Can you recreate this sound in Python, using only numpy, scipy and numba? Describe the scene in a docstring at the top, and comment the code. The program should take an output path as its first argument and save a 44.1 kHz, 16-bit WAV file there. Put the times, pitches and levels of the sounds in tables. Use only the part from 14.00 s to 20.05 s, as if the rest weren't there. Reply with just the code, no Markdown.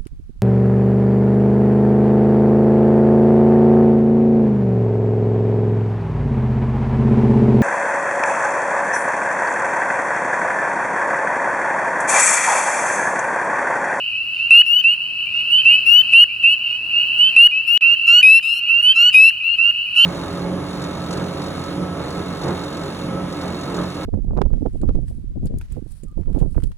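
"""Spring peepers at a night pond

Frogs call from stems, heard from two spots with a brief dropout between them. Each peep is a rising
whistle: the vocal sac rings the larynx's second harmonic and leaks faint overtones. Behind them: a dense
chorus, a hoarse frog, an insect trill, air rumble and hiss. Gain control ducks it all at close peeps."""
import sys
import numpy as np
from scipy import signal
from scipy.fft import rfft, irfft
from scipy.io import wavfile
from scipy.ndimage import uniform_filter1d, minimum_filter1d
from numba import njit

SR = 44100
rng = np.random.default_rng(int(sys.argv[2]) if len(sys.argv) > 2 else 0)


def to_wav(s):
    """Save 16-bit WAV."""
    ch = np.atleast_2d(s).T  # columns
    pcm = np.round(np.clip(ch, -1, 1) * 32767)  # PCM
    wavfile.write(sys.argv[1], SR, pcm.astype(np.int16))


N = 266805
TIME_S = np.arange(N) / SR

# foreground peeps: start_s, length_s, level_db, frog
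PEEP_EVENTS = [ (.505, .118, 1.2, "trunk"), (2.132, .113, .8, "trunk"), (3.362, .116, .6, "trunk"),
               (.657, .16, -8.3, "bright"), (1.857, .165, -8.5, "bright"), (3.668, .125, -8, "bright"),
               (.835, .114, -4, "quick"), (1.648, .119, -6, "quick"), (2.428, .122, -3.5, "quick"),
               (1.50, .122, -9, "arched"), (2.115, .125, -11, "arched"), (3.178, .127, -9, "arched"),
               (.115, .15, -21, "low"), (.51, .12, -13.5, "low"), (1.70, .10, -14.8, "low"),
               (2.44, .115, -12, "low"), (3.51, .11, -11.5, "low"), (4.227, .173, 2.1, "twig"),
               (5.141, .168, 1.4, "twig"), (4.066, .151, -5.5, "reedy"), (4.95, .155, -5.5, "reedy"),
               (5.96, .153, -9, "reedy"), (3.813, .14, -7.5, "soft"), (4.68, .14, -8.5, "soft"),
               (5.576, .14, -8.5, "soft"), (4.82, .113, -4, "high"), (5.95, .117, -7.5, "high"),
               (4.425, .174, -15, "thin"), (5.128, .175, -13.5, "thin"), (4.43, .12, -11.5, "aside"),
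               (5.43, .13, -12, "aside"), (1.255, .11, -27.5, "far deep"), (2.285, .105, -25, "far deep"),
               (3.815, .115, -19.5, "far low"), (4.655, .11, -20, "far low"),
               (5.395, .12, -19.5, "far low"), (.385, .105, -18, "far steady"),
               (3.98, .13, -19, "far steady"), (1.33, .1, -17.5, "far middle"),
               (2.655, .125, -18.5, "far middle"), (2.925, .12, -16, "far middle"),
               (2.955, .09, -17, "far middle"), (4.605, .12, -16, "far middle"),
               (5.59, .12, -15.5, "far middle"), (.72, .09, -11, "far high"), (1.68, .09, -18, "far high")]
# note and perch by frog: start_hz, rise_hz_per_s, left_minus_right_db, blip_db
FROG_VOICES = { "trunk": (2656, 2450, 0, -23), "bright": (2667, 2500, 8, -28),
               "quick": (2612, 3180, -2, -28), "arched": (2793, 2480, -4, -28), "low": (2463, 2010, 4, -30),
               "twig": (2490, 1230, 3, -25), "reedy": (2629, 2380, -2, -23), "soft": (2621, 1680, -6, -27),
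               "high": (2832, 2700, -3, -27), "thin": (2478, 2110, 3, -32), "aside": (2634, 1810, 8, -32),
               "far deep": (2330, 2700, 3, -35), "far low": (2442, 2250, 5, -35),
               "far steady": (2592, 2000, -3, -35), "far middle": (2715, 2050, -3, -35),
               "far high": (2860, 2000, -3, -35)}
# call shape by kind: arch_hz, bend_hz, sac_hz, sac_width_hz, attack_s, release_s, right_lag_ms
CALL_SHAPES = { "trunk": (3, 0, 2810, 900, .006, .009, .01), "bright": (12, 0, 2970, 480, .012, .016, .048),
               "quick": (8, 0, 2710, 210, .014, .012, .03), "arched": (72, 0, 2990, 180, .014, .025, .062),
               "low": (19, 0, 2600, 200, .012, .015, .045), "twig": (27, 24, 2590, 260, .007, .035, .023),
               "reedy": (30, 0, 2840, 550, .02, .016, .034), "soft": (19, 0, 2720, 500, .016, .016, .046),
               "high": (36, 0, 3050, 200, .016, .018, .057), "thin": (-5, 0, 2820, 220, .006, .008, .012),
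               "aside": (14, 0, 2800, 300, .015, .015, .005), "far": (25, 0, 2700, 700, .015, .025, .055)}
# larynx harmonics besides the whistle (harmonic 2): harmonic_number
LEAK_HARMONICS = np.array([1, 3, 4, 5, 6, 7, 8, 9])
# their levels by kind, re the whistle at resonance: h1_db, h3_db, h4_db, ... h9_db
LEAK_LEVELS_DB = { "trunk": (-40, -36, -45, -55, -57, -37, -40, -53),
                  "bright": (-39, -40, -39, -57, -55, -46, -34, -45),
                  "quick": (-46, -43, -54, -52, -56, -43, -53, -58),
                  "arched": (-41, -43, -48, -55, -47, -42, -60, -64),
                  "low": (-45, -45, -47, -55, -62, -53, -50, -62),
                  "twig": (-49, -31, -35, -49, -51, -45, -32, -42),
                  "reedy": (-29, -27, -33, -37, -44, -54, -38, -48),
                  "soft": (-35, -40, -44, -54, -59, -50, -44, -58),
                  "high": (-38, -36, -44, -57, -46, -36, -58, -61),
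                  "thin": (-34, -22, -24, -37, -33, -34, -27, -34),
                  "aside": (-40, -31, -47, -55, -53, -48, -51, -61),
                  "far": (-37, -37, -47, -56, -56, -47, -47, -60)}
# hoarse calls: start_s, length_s, top_pitch_hz, level_db
CROAK_EVENTS = [(.32, .14, 730, -46), (1.30, .15, 730, -45), (2.63, .14, 730, -47), (2.93, .1, 750, -51)]
# croak spectrum: harmonic_number, level_db
CROAK_HARMONICS = [(3, -4), (4, 6), (5, -3), (6, -5), (7, -10), (8, -18), (9, -19), (10, -24)]
# air noise spectra: frequency_hz, relative_density_db
RUMBLE_SPECTRUM = [(20, -13), (35, -7), (90, 1), (150, -2), (230, -8), (400, -24), (2000, -60)]
RUSH_SPECTRUM = [(100, -14), (250, -1), (400, -3), (600, -5), (1100, -5), (2000, -11), (5000, -40)]
HISS_SPECTRUM = [(900, -20), (1500, 1), (1900, -2), (3500, -7), (4300, 6), (5200, -5), (6500, -17),
                 (8500, -13), (10700, -10), (12500, -20), (15500, -23)]
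# swell of the rush: time_s, level_db
RUSH_ENVELOPE = [(0, -51.5), (1.4, -49), (2.2, -50.5), (3.1, -46), (3.75, -49.5), (3.85, -53.5),
                 (4.7, -54.5), (6.05, -50.5)]


def peep(length_s, start_hz, end_hz, shape, leaks_db, blip_db, scoop=.12, jitter_hz=6, throb_db=.8,
         flutter_db=2.8, swell_db=7, rasp_db=-24, rasp_s=.003, air_db=-47,
         blip_hz=1800, blip_fall=.3, blip_s=.005):
    """Rising air pressure tightens the larynx; the whistle sweeps through the sac's resonance."""
    arch_hz, bend_hz, sac_hz, sac_width_hz, attack_s, release_s, lag_ms = shape
    t = np.arange(int(length_s * SR)) / SR
    progress, remaining_s = t / length_s, length_s - t
    knots = rng.standard_normal((len(LEAK_HARMONICS) + 2, 20))
    waver, throb, *flutter = (np.interp(progress, np.linspace(0, 1, len(row)), row) for row in knots)
    glide_hz = start_hz + (end_hz - start_hz) * progress
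    glide_hz += 4 * arch_hz * progress * (1 - progress) - bend_hz * np.sin(2 * np.pi * progress)
    sac_gain = 1 / np.hypot(1, 2 * (glide_hz - sac_hz) / sac_width_hz)
    snap = 1 - scoop * np.exp(-t / .0015)  # membranes snap up to pitch
    phase = phase_rad((glide_hz + jitter_hz * waver) * snap)
    lag_rad = np.array([[0], [2 * np.pi * start_hz * lag_ms / 1000]])
    voice = sac_gain * undb(throb_db * throb) * ramp(t / attack_s) * np.sin(phase - lag_rad)
    # the other harmonics bypass the sac and start sooner
    for k, leak_db, wobble in zip(LEAK_HARMONICS, leaks_db, flutter):
        level_db = leak_db + flutter_db * wobble + (k == 3) * swell_db * (progress - .5)
        partial = np.sin(k / 2 * phase - lag_rad * min(1, 2 / k))
        voice += undb(level_db) * ramp(1.5 * t / attack_s) * partial
    # rasp as the larynx opens, then a trace of air
    air_band = signal.butter(1, [1800, 3200], "bandpass", fs=SR)
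    air = signal.lfilter(*air_band, rng.standard_normal(len(t)))
    voice += air * (undb(rasp_db) * np.exp(-t / rasp_s) + undb(air_db))
    pressure = np.sin(np.pi / 2 * np.clip(remaining_s / release_s, 0, 1)) * ramp(remaining_s / .004)
    # falling blip as the membranes go slack
    tension = np.clip(remaining_s / blip_s, 0, 1)
    slack_hz = blip_hz * (1 + blip_fall * (2 * tension - 1))
    blip = undb(blip_db) * np.sin(np.pi * tension) ** 2 * np.sin(phase_rad(slack_hz) - lag_rad)
    return np.sqrt(2) * (voice * pressure + blip * sac_gain[-1])


def near_frogs(scatter_db=-21):
    """Frogs within a few metres, each gliding up at its own rate; the further ones are wetter."""
    direct, scattered = np.zeros((2, 2, N))
    for start_s, length_s, level_db, frog in PEEP_EVENTS:
        start_hz, rise_hz_per_s, pan_db, blip_db = FROG_VOICES[frog]
        kind = frog.split()[0]  # far frogs share one kind
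        end_hz = start_hz + rise_hz_per_s * length_s
        call = peep(length_s, start_hz, end_hz, CALL_SHAPES[kind], LEAK_LEVELS_DB[kind], blip_db)
        add(direct, start_s, undb(level_db) * pan(pan_db) * call)
        add(scattered, start_s, undb(level_db / 2 + scatter_db) * call)
    return direct + woods(scattered, t60_s=.3)


def chorus(level_db=-19, count=90, low_hz=2430, high_hz=2850, rise_hz=250,
           spread_db=2.4, pan_spread_db=3, lag_ms=.055):
    """Distant males, large and low to small and high, each peeping about once a second."""
    out = np.zeros((2, N))
    for start_hz in np.linspace(low_hz, high_hz, count):
        rise, stretch, place, lag, nearness = rng.standard_normal(5)
        shape = (*CALL_SHAPES["far"][:-1], lag_ms + .025 * lag)
        length_s = .13 * np.exp(.12 * stretch)
        end_hz = start_hz + rise_hz + 25 * rise
        call = peep(length_s, start_hz, end_hz, shape, LEAK_LEVELS_DB["far"], blip_db=-36)
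        gaps_s = rng.uniform(.7, 1.1, size=10)
        starts_s = np.cumsum(gaps_s) - gaps_s[0] - rng.uniform(0, 1) - .2
        for start_s, effort in zip(starts_s, rng.standard_normal(len(starts_s))):
            gain = undb(spread_db * (nearness + effort) / 2)
            add(out, start_s, gain * pan(pan_spread_db * place) * call)
    return unit_rms(out + undb(-4) * woods(out, t60_s=.6)) * undb(level_db)


def hoarse_frog(sag=.09, roughness=.013):
    """A further frog: a low, rough call whose pitch arches up and down."""
    out = np.zeros((2, N))
    for start_s, length_s, top_hz, level_db in CROAK_EVENTS:
        progress = np.linspace(0, 1, int(length_s * SR))
        waver = np.interp(progress, np.linspace(0, 1, 60), rng.standard_normal(60))
        phase = phase_rad(top_hz * (1 - sag * (2 * progress - 1) ** 2 + roughness * waver))
        call = sum(undb(db) * np.sin(k * phase) for k, db in CROAK_HARMONICS)
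        add(out, start_s, pan(0) * undb(level_db) * call * np.sin(np.pi * progress))
    return out


def insect(level_db=-50, pitch_hz=4850, fall_hz=450, stroke_s=.009, period_s=.0228, until_s=2.4):
    """Faint trill at the first spot: each wing stroke is a short falling tone; some are skipped."""
    out = np.zeros((2, N))
    progress = np.linspace(0, 1, int(stroke_s * SR))
    stroke = np.sin(np.pi * progress) ** 2 * np.sin(phase_rad(pitch_hz + fall_hz * (.5 - progress)))
    for start_s, (chance, force) in zip(np.arange(0, until_s, period_s), rng.random((200, 2))):
        if chance > .15:
            add(out, start_s + .002 * force, pan(0) * stroke * undb(level_db + 4 * (force - .5)))
    return out


def night_air(rumble_db=-48.8, hiss_db=-49.8):
    """Steady rumble and hiss, with a soft rush that slowly swells and sinks."""
    rush_db = np.interp(TIME_S, *np.transpose(RUSH_ENVELOPE))
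    rumble = undb(rumble_db) * noise(RUMBLE_SPECTRUM, widen_hz=400, max_width=.6)
    rush = undb(rush_db) * noise(RUSH_SPECTRUM, widen_hz=300, max_width=.8)
    hiss = undb(hiss_db) * noise(HISS_SPECTRUM, widen_hz=1000, max_width=.45)
    return rumble + rush + hiss


def electronics_whine(level_db=-68.5, pitch_hz=15734):
    """Faint, steady line whistle of camera electronics."""
    return undb(level_db) * unit_rms(np.sin(2 * np.pi * pitch_hz * TIME_S))


def woods(x, t60_s):
    """Trunks and stems scatter sound into a short diffuse tail."""
    t = np.arange(SR // 2) / SR
    tail = rng.standard_normal((2, len(t))) * undb(-60 * t / t60_s) * ramp(t / .015)
    tail /= np.sqrt(np.sum(tail ** 2, axis=1, keepdims=True))
    return signal.fftconvolve(x.mean(axis=0)[None], tail, axes=1)[:, :N]


def noise(spectrum, widen_hz, max_width):
    """Shaped stereo noise at rms 1, centred in the bass and wider above."""
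    bins_hz = np.arange(N // 2 + 1) * SR / N + 1
    knots_hz, knots_db = np.transpose(spectrum)
    gain = undb(np.interp(np.log(bins_hz), np.log(knots_hz), knots_db))
    mid, side = rfft(rng.standard_normal((2, N))) * gain
    side *= max_width * np.sqrt(bins_hz / (bins_hz + widen_hz))
    return unit_rms(irfft(np.array([mid + side, mid - side]), N))


def undb(db):
    """Decibels to gain."""
    return 10 ** (np.asarray(db) / 20)


def unit_rms(x):
    """Scale to rms 1."""
    return x / np.sqrt(np.mean(x ** 2))


def phase_rad(pitch_hz):
    """Running phase of a pitch curve."""
    return 2 * np.pi * np.cumsum(pitch_hz) / SR


def ramp(x):
    """Smooth step from 0 to 1."""
    return np.sin(np.pi / 2 * np.clip(x, 0, 1)) ** 2


def pan(left_minus_right_db):
    """Left and right gains."""
    return undb(left_minus_right_db * np.array([[.5], [-.5]]))


def add(out, start_s, sound):
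    """Mix in a stereo sound, cropped to the scene."""
    offset = int(round(start_s * SR))
    first, end = max(offset, 0), min(offset + sound.shape[1], N)
    if end > first:
        out[:, first:end] += sound[:, first - offset:end - offset]


@njit
def follow(x, initial, attack_s, release_s):
    """Level follower: fast rise, exponential fall."""
    attack, release = 1 / (1 + attack_s * SR), 1 / (release_s * SR)
    out, level = np.empty(len(x)), initial
    for i in range(len(x)):
        level += (x[i] - level) * attack if x[i] > level else -level * release
        out[i] = level
    return out


def gain_control(x, threshold_db=-4.3, initial_db=.7):
    """Each close peep ducks the whole pond, which then swells back."""
    rms = np.sqrt(uniform_filter1d(np.mean(x ** 2, axis=0), size=130) + 1e-12)
    held = follow(rms, float(undb(initial_db)), attack_s=.003, release_s=1.55)
    return x / np.maximum(1, held / undb(threshold_db))


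def limiter(x, ceiling_db=-1.1):
    """Flattens the peaks that slip through."""
    peak = follow(np.abs(x).max(axis=0), 0., attack_s=.0002, release_s=.05)
    gain = undb(ceiling_db) / np.maximum(peak, undb(ceiling_db))
    smooth_gain = uniform_filter1d(minimum_filter1d(gain, size=30), size=30)
    return np.clip(x * smooth_gain, -1, 1)


def scene():
    """Near frogs over the pond's background."""
    return near_frogs() + chorus() + hoarse_frog() + insect() + night_air() + electronics_whine()


def record(dry):
    """Gain control, limiter, dropout between the two spots, steep low-pass."""
    dropout_start_s, dropout_end_s, dropout_db = 3.776, 3.8095, -36
    cutoff_hz = 15900
    in_dropout = (TIME_S > dropout_start_s) & (TIME_S < dropout_end_s)
    gate = uniform_filter1d(np.where(in_dropout, undb(dropout_db), 1), size=6)
    lowpass = signal.ellip(8, .2, 70, cutoff_hz, fs=SR, output="sos")
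    return signal.sosfilt(lowpass, limiter(gain_control(dry)) * gate)


dry = scene()
out = record(dry)
to_wav(out)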